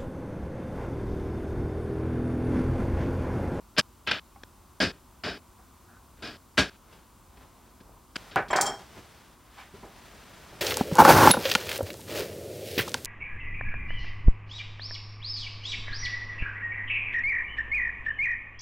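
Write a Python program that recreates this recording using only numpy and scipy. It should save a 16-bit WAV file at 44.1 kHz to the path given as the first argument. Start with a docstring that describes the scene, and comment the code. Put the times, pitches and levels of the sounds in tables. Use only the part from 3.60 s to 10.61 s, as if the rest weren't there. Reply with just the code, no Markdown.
"""Mallet and awl on a workbench

A brass mallet taps a steel awl into a board: noise bursts ring the wood's modes behind a short crack. Time
runs in jumps, so blows are heard as slices that start late or break off. Then mallet and awl are laid down,
with knocks of shaped noise on the bench and clinks of fading sine tones in the steel, and the worker steps
back with scuffs and grainy cloth noise. Behind it all, wavering bands of noise make a quiet shop hum.
"""
import sys
import numpy as np
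from scipy import signal
from scipy.fft import rfft, irfft, next_fast_len
from scipy.io import wavfile
from scipy.ndimage import uniform_filter1d

SR = 44100
rng = np.random.default_rng(int(sys.argv[2]) if len(sys.argv) > 2 else 0)


def generate_wav(sig):
    """Save sig (samples, or channels by samples) to the path in sys.argv[1] as 16-bit PCM at SR."""
    pcm = np.round(np.clip(np.atleast_2d(sig).T, -1, 1) * 32767).astype(np.int16)
    wavfile.write(sys.argv[1], SR, pcm)


N = 309073  # length in samples

# Slices of mallet blows; crack is relative to the slice, the last three shape its tone:
# start_s, level_db, hold_ms, crack_db, bass_db, treble_db, ring_near_5khz_db
BLOW_SLICES = [(0.1653, -37, 10, -25, -15, -17, 6), (.176, -22.5, 1.5, -21, -13, -10, 0),
               (.182, -16, 26, -11, -4, 15.5, 8), (0.2017, -33.5, 9, -21, 0, 15, 9),
               (.466, -39, 3, -15, -17, -8, -9), (0.4735, -25, 4.6, 11.5, -12.5, -15, -5),
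               (0.5125, -22, 5, 10, -10.5, -6, 3), (0.5224, -29, 2, -20, -9.5, -5, -7),
               (0.8344, -37.5, 1.6, -18.5, -3.5, 8, -5), (1.2021, -21.5, 32, -8, 0.5, 5, 5.5),
               (1.318, -55, 16, -20, 4.5, -8, -5), (1.636, -31.5, 47.5, 0, 0.5, 1, 5.5),
               (1.781, -55.5, 5, -20, 2, 2.5, 5), (2.572, -59.5, 55, -21, 1, -18, -9),
               (2.623, -38.5, 53, -9, -0.5, 5, 6), (2.974, -32, .6, 16, -7, 10, -2),
               (2.9776, -16.5, 16, 9, -1, 9.5, -6), (3.099, -60, 45, -23, -4, 3, -7),
               (4.5569, -32, 3, -18, -6, 9, 6), (4.562, -28, 7.4, -19, -3, 14, 3.5),
               (4.711, -45.5, 5.4, 7, -3, 2, -9)]
# Times when the sound of a blow breaks off: time_s
BREAK_TIMES = [.2129, .5985, .8385, 1.4, 1.795, 2.772, 3.1665, 4.5686, 4.756]
# Faint taps on the board as the awl is set: start_s, level_db, bass_db
AWL_TAPS = [(3.325, -52.5, 0), (3.769, -55.5, 0), (4.202, -51, 9)]
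# Ringing modes of the board, levels relative: pitch_hz, width_hz, level_db
BOARD_MODES = [(92.6, 59, 0.5), (196, 31, 7.5), (409, 37, 7.5), (642, 190, 2), (1280, 70, -3),
               (1617, 113, 5), (2483, 80, 0.5), (3006, 54, -2.5), (3420, 380, -7.5), (3844, 64, -4.5),
               (4590, 120, -3.5), (5160, 61, -1.5), (6670, 44, -26.5)]
# Broad tone of the board under its modes, relative: pitch_hz, level_db (per Hz)
BOARD_TONE = [(38, -33), (65, 3), (133, -1), (291, 1.5), (349, -3), (411, -4), (919, -11.5), (1600, -2.5),
              (2110, -7.5), (2530, -8.5), (5170, -12.5), (6220, -23), (13900, -49.5), (16000, -63)]
# Handles meeting and rocking on the bench top:
# start_s, level_db, t60_s, heard_ms, crack_db, bass_db, treble_db, ring_near_1500hz_db
HANDLE_KNOCKS = [(.7585, -48.5, 0.042, 79, -12, -21, -14, -9), (4.7595, -18.5, 0.19, 121, 6.5, 6, 5.5, 4.5),
                 (4.786, -27, 0.04, 45, -13, -4, 6, 6), (4.883, -45, 0.23, 27, -20, 28.5, 43.5, 6),
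                 (4.903, -25.5, 0.11, 42, -19, -1, 1, -7), (4.93, -17.5, 0.065, 90, -12, -5, 9.5, 0.5),
                 (4.953, -19, 0.062, 60, -12, -2.5, -2, 0), (4.97, -22, 0.094, 59, -12, -3, 3, 3.5),
                 (4.986, -21, 0.086, 150, -12, -8.5, -15, -1), (5.003, -23, 0.069, 130, -12, 1, 4.5, -1.5),
                 (5.021, -28.5, 0.39, 110, -20, 2, -10, -5), (5.044, -36, 0.13, 120, -20, -15, -11, 0),
                 (5.07, -30.5, .35, 180, -20, 3, -11, 0)]
# Soft bumps and scuffs on wood:
# start_s, level_db, rise_ms, hold_ms, t60_s, bass_db, treble_db, ring_near_1500hz_db
SOFT_SCUFFS = [(1.98, -59, 5, 18, 0.22, 3, -22, 6), (2.27, -59, 18, 89, .05, -9.5, -13.5, 12),
               (5.365, -48, 3.9, 7, 0.17, 24, -7, -2), (5.954, -46.5, 33, 16, 0.27, -15, 17, -4),
               (6.129, -48.5, 5.3, 9, 0.27, 31, -11, -2), (6.225, -45.5, 5.4, 16, 0.26, 14, -4, -5),
               (6.925, -48, 3.2, 5.6, 0.12, 18, -9, -8)]
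# Ringing modes of the bench, levels relative: pitch_hz, width_hz, level_db
BENCH_MODES = [(109, 27, -10.5), (209, 48, -5.5), (407, 75, 1), (593, 43, 0.5), (694, 23, 2),
               (803, 57, 4.5), (998, 98, 2.5), (1104, 30, -15), (1253, 72, 0.5), (1510, 11, 1.5),
               (1730, 21, -18), (2310, 110, -7), (2570, 44, -19)]
# Broad tone of the bench under its modes, relative: pitch_hz, level_db (per Hz)
BENCH_TONE = [(24, -77), (40, -17), (81, -20.5), (159, -13), (189, -22.5), (392, -6), (491, -7.5), (810, 5),
              (873, -4.5), (1720, -2), (3740, -26.5), (16000, -62)]
# The awl's steel shaft bouncing, levels relative: start_s, level_db, brightness_db_per_octave, scrape_db
SHAFT_BOUNCES = [(4.907, -25.5, -6, 4), (4.931, -34, -11, -15), (4.961, -24, -1, 7.5),
                 (5.0108, -10.5, 5.5, -1.5), (5.0554, -22, -5.5, -8), (5.0629, -16.5, 0, -5.5)]
# Bending modes of the shaft, levels relative: pitch_hz, level_db, t60_s
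SHAFT_MODES = [(3204, -9, 0.29), (4580, -14, 0.054), (5440, -7.5, 0.27), (6320, -4, 0.044),
               (7350, -2, 0.12), (7700, -9, 0.11), (9560, -8, 0.1), (13100, -24, .05), (15620, -32, .09)]
# Sleeves and clothes moving without pause, one list per stretch, level before the grain: time_s, level_db
CLOTH_STRETCHES = [
    [(4.575, -54), (4.611, -55.5), (4.705, -57)],
    [(5.2, -55), (5.264, -58), (5.35, -55.5), (5.38, -52), (5.434, -58), (5.74, -63), (5.78, -72),
     (6.1, -70.5), (6.15, -59.5), (6.312, -59.5), (6.378, -56.5), (6.93, -55.5), (7.0, -53.5)],
]
# Brief rustles, low part relative to the middle part: peak_s, level_db, low_db
BRIEF_RUSTLES = [(3.348, -59.5, 3), (3.822, -62, 7.5), (3.974, -79, 12), (4.078, -69, 5), (4.3, -76, 22),
                 (6.003, -54, -7)]
# Tone of the shop hum, relative: pitch_hz, level_db (per Hz)
SHOP_TONE = [(15, -19), (25, 1), (55, 3.5), (153, -10), (256, -8), (293, -11.5), (373, -10.5), (405, -18),
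             (607, -18), (734, -17.5), (1020, -11), (1520, -20.5), (1700, -26), (7920, -29), (16000, -31)]
# Side sound compared with middle sound, for near sounds: pitch_hz, gain_db
NEAR_WIDTH = [(60, -24.5), (110, -23), (200, -22), (380, -25), (700, -25), (1290, -23.5), (2380, -21.5),
              (4400, -21.5), (8120, 3.5), (15000, -15.5)]
# Side sound compared with middle sound, for shop and cloth: pitch_hz, gain_db
SHOP_WIDTH = [(60, -26), (110, -12.5), (200, -10.5), (380, -10.5), (700, -9.5), (1290, -13), (2380, -25),
              (4400, -19), (8120, 3.5), (15000, -15)]

# t60 is the time to fade by 60 dB
SHOP_DB = -55  # rms before the stereo spread
ROOM_DB, ROOM_T60_S = -28, 0.97  # the shop's echo after each hit on wood
SHOP_LEFT_DB = 0.55  # left above right
TREBLE_LEFT_DB, TREBLE_LEFT_HZ = 1, 2500  # near sounds lean left in the treble
BLOW_RISE_MS = 0.45
# blow t60 at -21 dB; it doubles for each 15.5 dB fainter, up to the longest
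BLOW_T60_S, T60_DOUBLES_DB, LONGEST_T60_S = 0.21, 15.5, 0.37
TAP_RISE_MS, TAP_HOLD_MS, TAP_T60_S = 1.8, 6.7, 0.06
KNOCK_RISE_MS, KNOCK_HOLD_MS = 0.33, 4.6
SOFT_CRACK_DB, SOFT_HEARD_MS = -22, 240  # for taps and scuffs
RUSTLE_DB_PER_S, RUSTLE_BRIGHT_DB = 126, -9  # fall either side of the peak; bright part
CLOTH_LOW_DB, CLOTH_BRIGHT_DB = 2, -5
BASS_CUT_HZ, TOP_HZ, PEAK = 42, 15850, 0.55


def undb(db):
    """Turn decibels into gain."""
    return 10 ** (np.asarray(db) / 20)


def unit(x):
    """Scale to rms 1."""
    return x / np.sqrt(np.mean(x ** 2))


def along(points, hz):
    """Read (pitch_hz, level_db) points on a log-frequency axis."""
    at, db = np.transpose(points)
    return np.interp(np.log(hz + 1), np.log(at), db)


def colour(x, db_of):
    """Filter x to the gain db_of(hz) without pre-echo, using a minimum-phase response."""
    size = next_fast_len(x.shape[-1] + 4096)
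    log_gain = db_of(np.fft.rfftfreq(size, 1 / SR)) * np.log(10) / 20
    # folding the cepstrum forward gives each gain its matching phase
    cepstrum = irfft(log_gain, size)
    cepstrum[..., 1:size // 2] *= 2
    cepstrum[..., size // 2 + 1:] = 0
    response = np.exp(rfft(cepstrum))
    return irfft(rfft(x, size) * response, size)[..., :x.shape[-1]]


def walk(rate):
    """Make random levels, rate new ones per second, smoothed twice."""
    k = int(SR / rate)
    steps = np.repeat(rng.standard_normal(N // k + 1), k)
    return uniform_filter1d(uniform_filter1d(steps, k), k)[:N]


def add(out, s, pair):
    """Mix a middle and side pair in at time s."""
    i = int(s * SR)
    out[:, i:i + pair.shape[1]] += pair[:, :N - i]


def place(pair, side_points, pan_db, treble_db=0):
    """Make left and right from a middle sound and an unrelated side sound."""
    middle = pair[0]
    side = colour(pair[1], lambda f: along(side_points, f))
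    both = np.array([middle + side, middle - side])
    half = np.array([[0.5], [-0.5]])  # half the lean goes to each ear

    def lean_db(f):
        return half * (pan_db + treble_db / (1 + (TREBLE_LEFT_HZ / (f + 1)) ** 2))
    return colour(both, lean_db)


def shop(flicker_db=-0.5):
    """Room hum and hiss: noise in overlapping octave bands that swell together and flicker alone."""
    noise = rfft(colour(rng.standard_normal((2, N)), lambda f: along(SHOP_TONE, f)))
    octave = np.log2(np.fft.rfftfreq(N, 1 / SR) / 32 + 1e-9)  # octaves above 32 Hz
    swell_db = 0.6 * walk(1.5)
    out = 0
    for k in range(10):
        window = np.cos(np.pi / 2 * np.clip(octave - k, -1, 1)) ** 2
        band = irfft(noise * window, N)
        # the bass wavers most
        out = out + band * undb(swell_db + flicker_db * walk(5.9) / (1 + k / 3))
    return unit(out) * undb(SHOP_DB)


def cloth():
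    """Rubbing cloth: soft grainy noise in a middle, a low and a bright part."""
    t, out = np.arange(N) / SR, 0
    grain = undb(1.2 * walk(150))
    tones = ([(500, -18.0), (1400, 0), (3500, -6), (7000, -22.5)],
             [(60, 7.5), (250, 0.0), (1000, -1), (2500, -34.0)],
             [(2500, -6), (5000, 0), (9000, -10.0), (16000, -24)])
    middle, low, bright = (unit(colour(rng.standard_normal((2, N)), lambda f: along(tone, f)))
                           for tone in tones)
    moving = middle + undb(CLOTH_LOW_DB) * low + undb(CLOTH_BRIGHT_DB) * bright
    for rows in CLOTH_STRETCHES:
        s, db = np.transpose(rows)
        fade = np.clip(np.minimum((t - s[0]) / 0.035, (s[-1] - t) / 0.016) + 1, 0, 1)
        out = out + fade * undb(np.interp(t, s, db)) * moving
    for s, db, low_db in BRIEF_RUSTLES:
        rustle = middle + undb(low_db) * low + undb(RUSTLE_BRIGHT_DB) * bright
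        out = out + undb(db - RUSTLE_DB_PER_S * abs(t - s)) * rustle
    return out * grain


def struck_wood(hits, modes, body, lift_db, grain_db, bass_hz, middle_hz, middle_db, thin, ring_hz,
                ring_width, treble_hz, crack_hz, edge, hard_hz, hard, pan_db):
    """Each hit is a crack and a dense rattle of echoes, coloured by the wood's modes and then cut off."""
    out, t = np.zeros((2, N)), np.arange(SR // 4) / SR  # no hit lasts beyond 0.25 s
    chance = rng.standard_normal((len(hits), 3, len(t)))
    above_body_db = [db - along(body, hz) for hz, _, db in modes]
    crack = -np.exp(-t * crack_hz * 1.6) * np.sin(2 * np.pi * crack_hz * t + edge)
    for hit, (mid, side, grain) in zip(hits, chance):
        s, db, rise, hold, t60, heard, crack_db, bass_db, treble_db, ring_db = hit

        def tone_db(f):
            # the strongest mode stands lift_db above the body
            peaks = sum(undb(2 * (d - max(above_body_db) + lift_db)) / (1 + (2 * (f - hz) / w) ** 2)
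                        for (hz, w, _), d in zip(modes, above_body_db))
            bass = bass_db / (1 + (f / bass_hz) ** 4)
            treble = treble_db / (1 + (treble_hz / (f + 1)) ** 4)
            # the thinner the bass, the stronger the middle
            middle_bump = np.exp(-(np.log((f + 1) / middle_hz) / 0.35) ** 2)
            middle = (middle_db - thin * min(bass_db, 0)) * middle_bump
            ring_bump = ring_db * np.exp(-((f - ring_hz) / ring_width) ** 2)
            # the louder the hit, the more one strong mode stands out
            hardness = hard * (db + 27) / (1 + ((f - hard_hz) / 90) ** 2)
            return along(body, f) + 10 * np.log10(1 + peaks) + bass + treble + middle + ring_bump + hardness

        grain_gain = undb(grain_db * unit(uniform_filter1d(grain, size=40)))
        rattle = np.array([mid, side]) * grain_gain
        loud = np.sqrt(np.mean(colour(rattle[0], tone_db) ** 2))
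        attack = np.minimum(1000 * t / rise, 1) ** 2
        decay = undb(-60 * np.maximum(t - (rise + hold) / 1000, 0) / t60)
        room = np.minimum(t / 0.025, 1) * undb(ROOM_DB - 60 * t / ROOM_T60_S)
        ring = colour(rattle * (attack * decay + room), tone_db) / loud
        ring[0] += undb(crack_db) * crack
        cut = np.clip((heard / 1000 - t) / 0.0008, 0, 1)
        add(out, s, place(ring * undb(db) * cut, NEAR_WIDTH, pan_db, TREBLE_LEFT_DB))
    return out


def bench_knocks():
    """Handles knock and scuff the bench top, which answers with its own wooden modes."""
    knocks = [(s, db, KNOCK_RISE_MS, KNOCK_HOLD_MS, *rest) for s, db, *rest in HANDLE_KNOCKS]
    scuffs = [(s, db, rise, hold, t60, SOFT_HEARD_MS, SOFT_CRACK_DB, *tone)
              for s, db, rise, hold, t60, *tone in SOFT_SCUFFS]
    return struck_wood(knocks + scuffs, BENCH_MODES, BENCH_TONE, lift_db=14.5, grain_db=-1.5, bass_hz=527,
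                       middle_hz=1010, middle_db=0.6, ring_hz=1530, ring_width=270, thin=0.1,
                       treble_hz=2430, crack_hz=920, edge=1.35, hard_hz=950, hard=0.11, pan_db=-0.6)


def steel_shaft(scrape_t60=0.078, echo_t60=0.47, echo_db=-16, wobble_db=4.0, pan_db=0.0):
    """Each bounce rings the shaft's bending modes anew; a bright scrape and its echoes go with it."""
    out, t = np.zeros((2, N)), np.arange(SR // 3) / SR
    hz, db, t60 = np.transpose(SHAFT_MODES)[:, :, None]
    phases = rng.random((len(SHAFT_BOUNCES), 2, len(SHAFT_MODES), 1))
    noise = rng.standard_normal((len(SHAFT_BOUNCES), 2, len(t)))
    scrape_tone = [(2500, -16), (4500, 4), (8000, -0.5), (11000, -19.5), (16000, -17)]
    for (s, level_db, tilt_db, scrape_db), phase, hiss in zip(SHAFT_BOUNCES, phases, noise):
        # rocking on the bench damps and bends every mode unevenly
        wander = uniform_filter1d(rng.standard_normal((2, len(SHAFT_MODES), len(t))), size=220)
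        touch, slip = unit(uniform_filter1d(wander, size=220))
        gain = undb(db + tilt_db * np.log2(hz / 6000) - 60 * t / t60 + wobble_db * touch)
        tones = gain * np.sin(2 * np.pi * (hz * t + phase + 0.049 * slip))
        ring = np.sum(tones, axis=1) * np.minimum(t / 0.0015, 1)
        scrape = colour(hiss, lambda f: along(scrape_tone, f) + tilt_db * np.log2((f + 1) / 6000))
        fade = undb(-60 * t / scrape_t60) + undb(echo_db - 60 * t / echo_t60)
        bounce = undb(-2) * ring + unit(scrape) * undb(scrape_db) * fade
        add(out, s, undb(level_db - 11.0) * bounce)
    # the side sound is 7 dB weaker before it is spread
    return place(out * undb([[0], [-7]]), NEAR_WIDTH, pan_db, TREBLE_LEFT_DB)


def blow_t60(db):
    """Fainter slices of a blow die away more slowly."""
    return min(BLOW_T60_S * 2 ** ((-21 - db) / T60_DOUBLES_DB), LONGEST_T60_S)


def board_blows():
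    """Mallet blows and faint taps drive the awl into the board, ringing its wooden modes."""
    ends = BREAK_TIMES + [blow[0] for blow in BLOW_SLICES]
    hits = []
    for s, db, hold, *rest in BLOW_SLICES:
        # heard until the next slice starts or the sound breaks off
        heard_ms = 1000 * (min(end for end in ends if end > s) - s)
        hits.append((s, db, BLOW_RISE_MS, hold, blow_t60(db), heard_ms, *rest))
    for s, db, bass_db in AWL_TAPS:
        hits.append((s, db, TAP_RISE_MS, TAP_HOLD_MS, TAP_T60_S, SOFT_HEARD_MS, SOFT_CRACK_DB, bass_db, 0, 0))
    return struck_wood(hits, BOARD_MODES, BOARD_TONE, lift_db=7.5, grain_db=1.0, bass_hz=600,
                       middle_hz=3100, middle_db=1.5, ring_hz=4930, ring_width=240, thin=0.37,
                       treble_hz=6460, crack_hz=2440, edge=0.33, hard_hz=1680, hard=0.11, pan_db=0.54)


def scene():
    """Add up every source, left and right."""
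    background = place(shop() + cloth(), SHOP_WIDTH, SHOP_LEFT_DB)
    return background + bench_knocks() + steel_shaft() + board_blows()


def record(dry):
    """The microphone drops the deepest bass; the recorder rounds the peaks and cuts the top."""
    bass_cut = signal.butter(3, BASS_CUT_HZ, "high", fs=SR, output="sos")
    mic = signal.sosfilt(bass_cut, dry)
    rounded = PEAK * np.tanh(mic / PEAK)
    top_cut = signal.ellip(10, 0.2, 70, TOP_HZ, fs=SR, output="sos")
    return signal.sosfilt(top_cut, rounded)


dry = scene()
out = record(dry)
generate_wav(out)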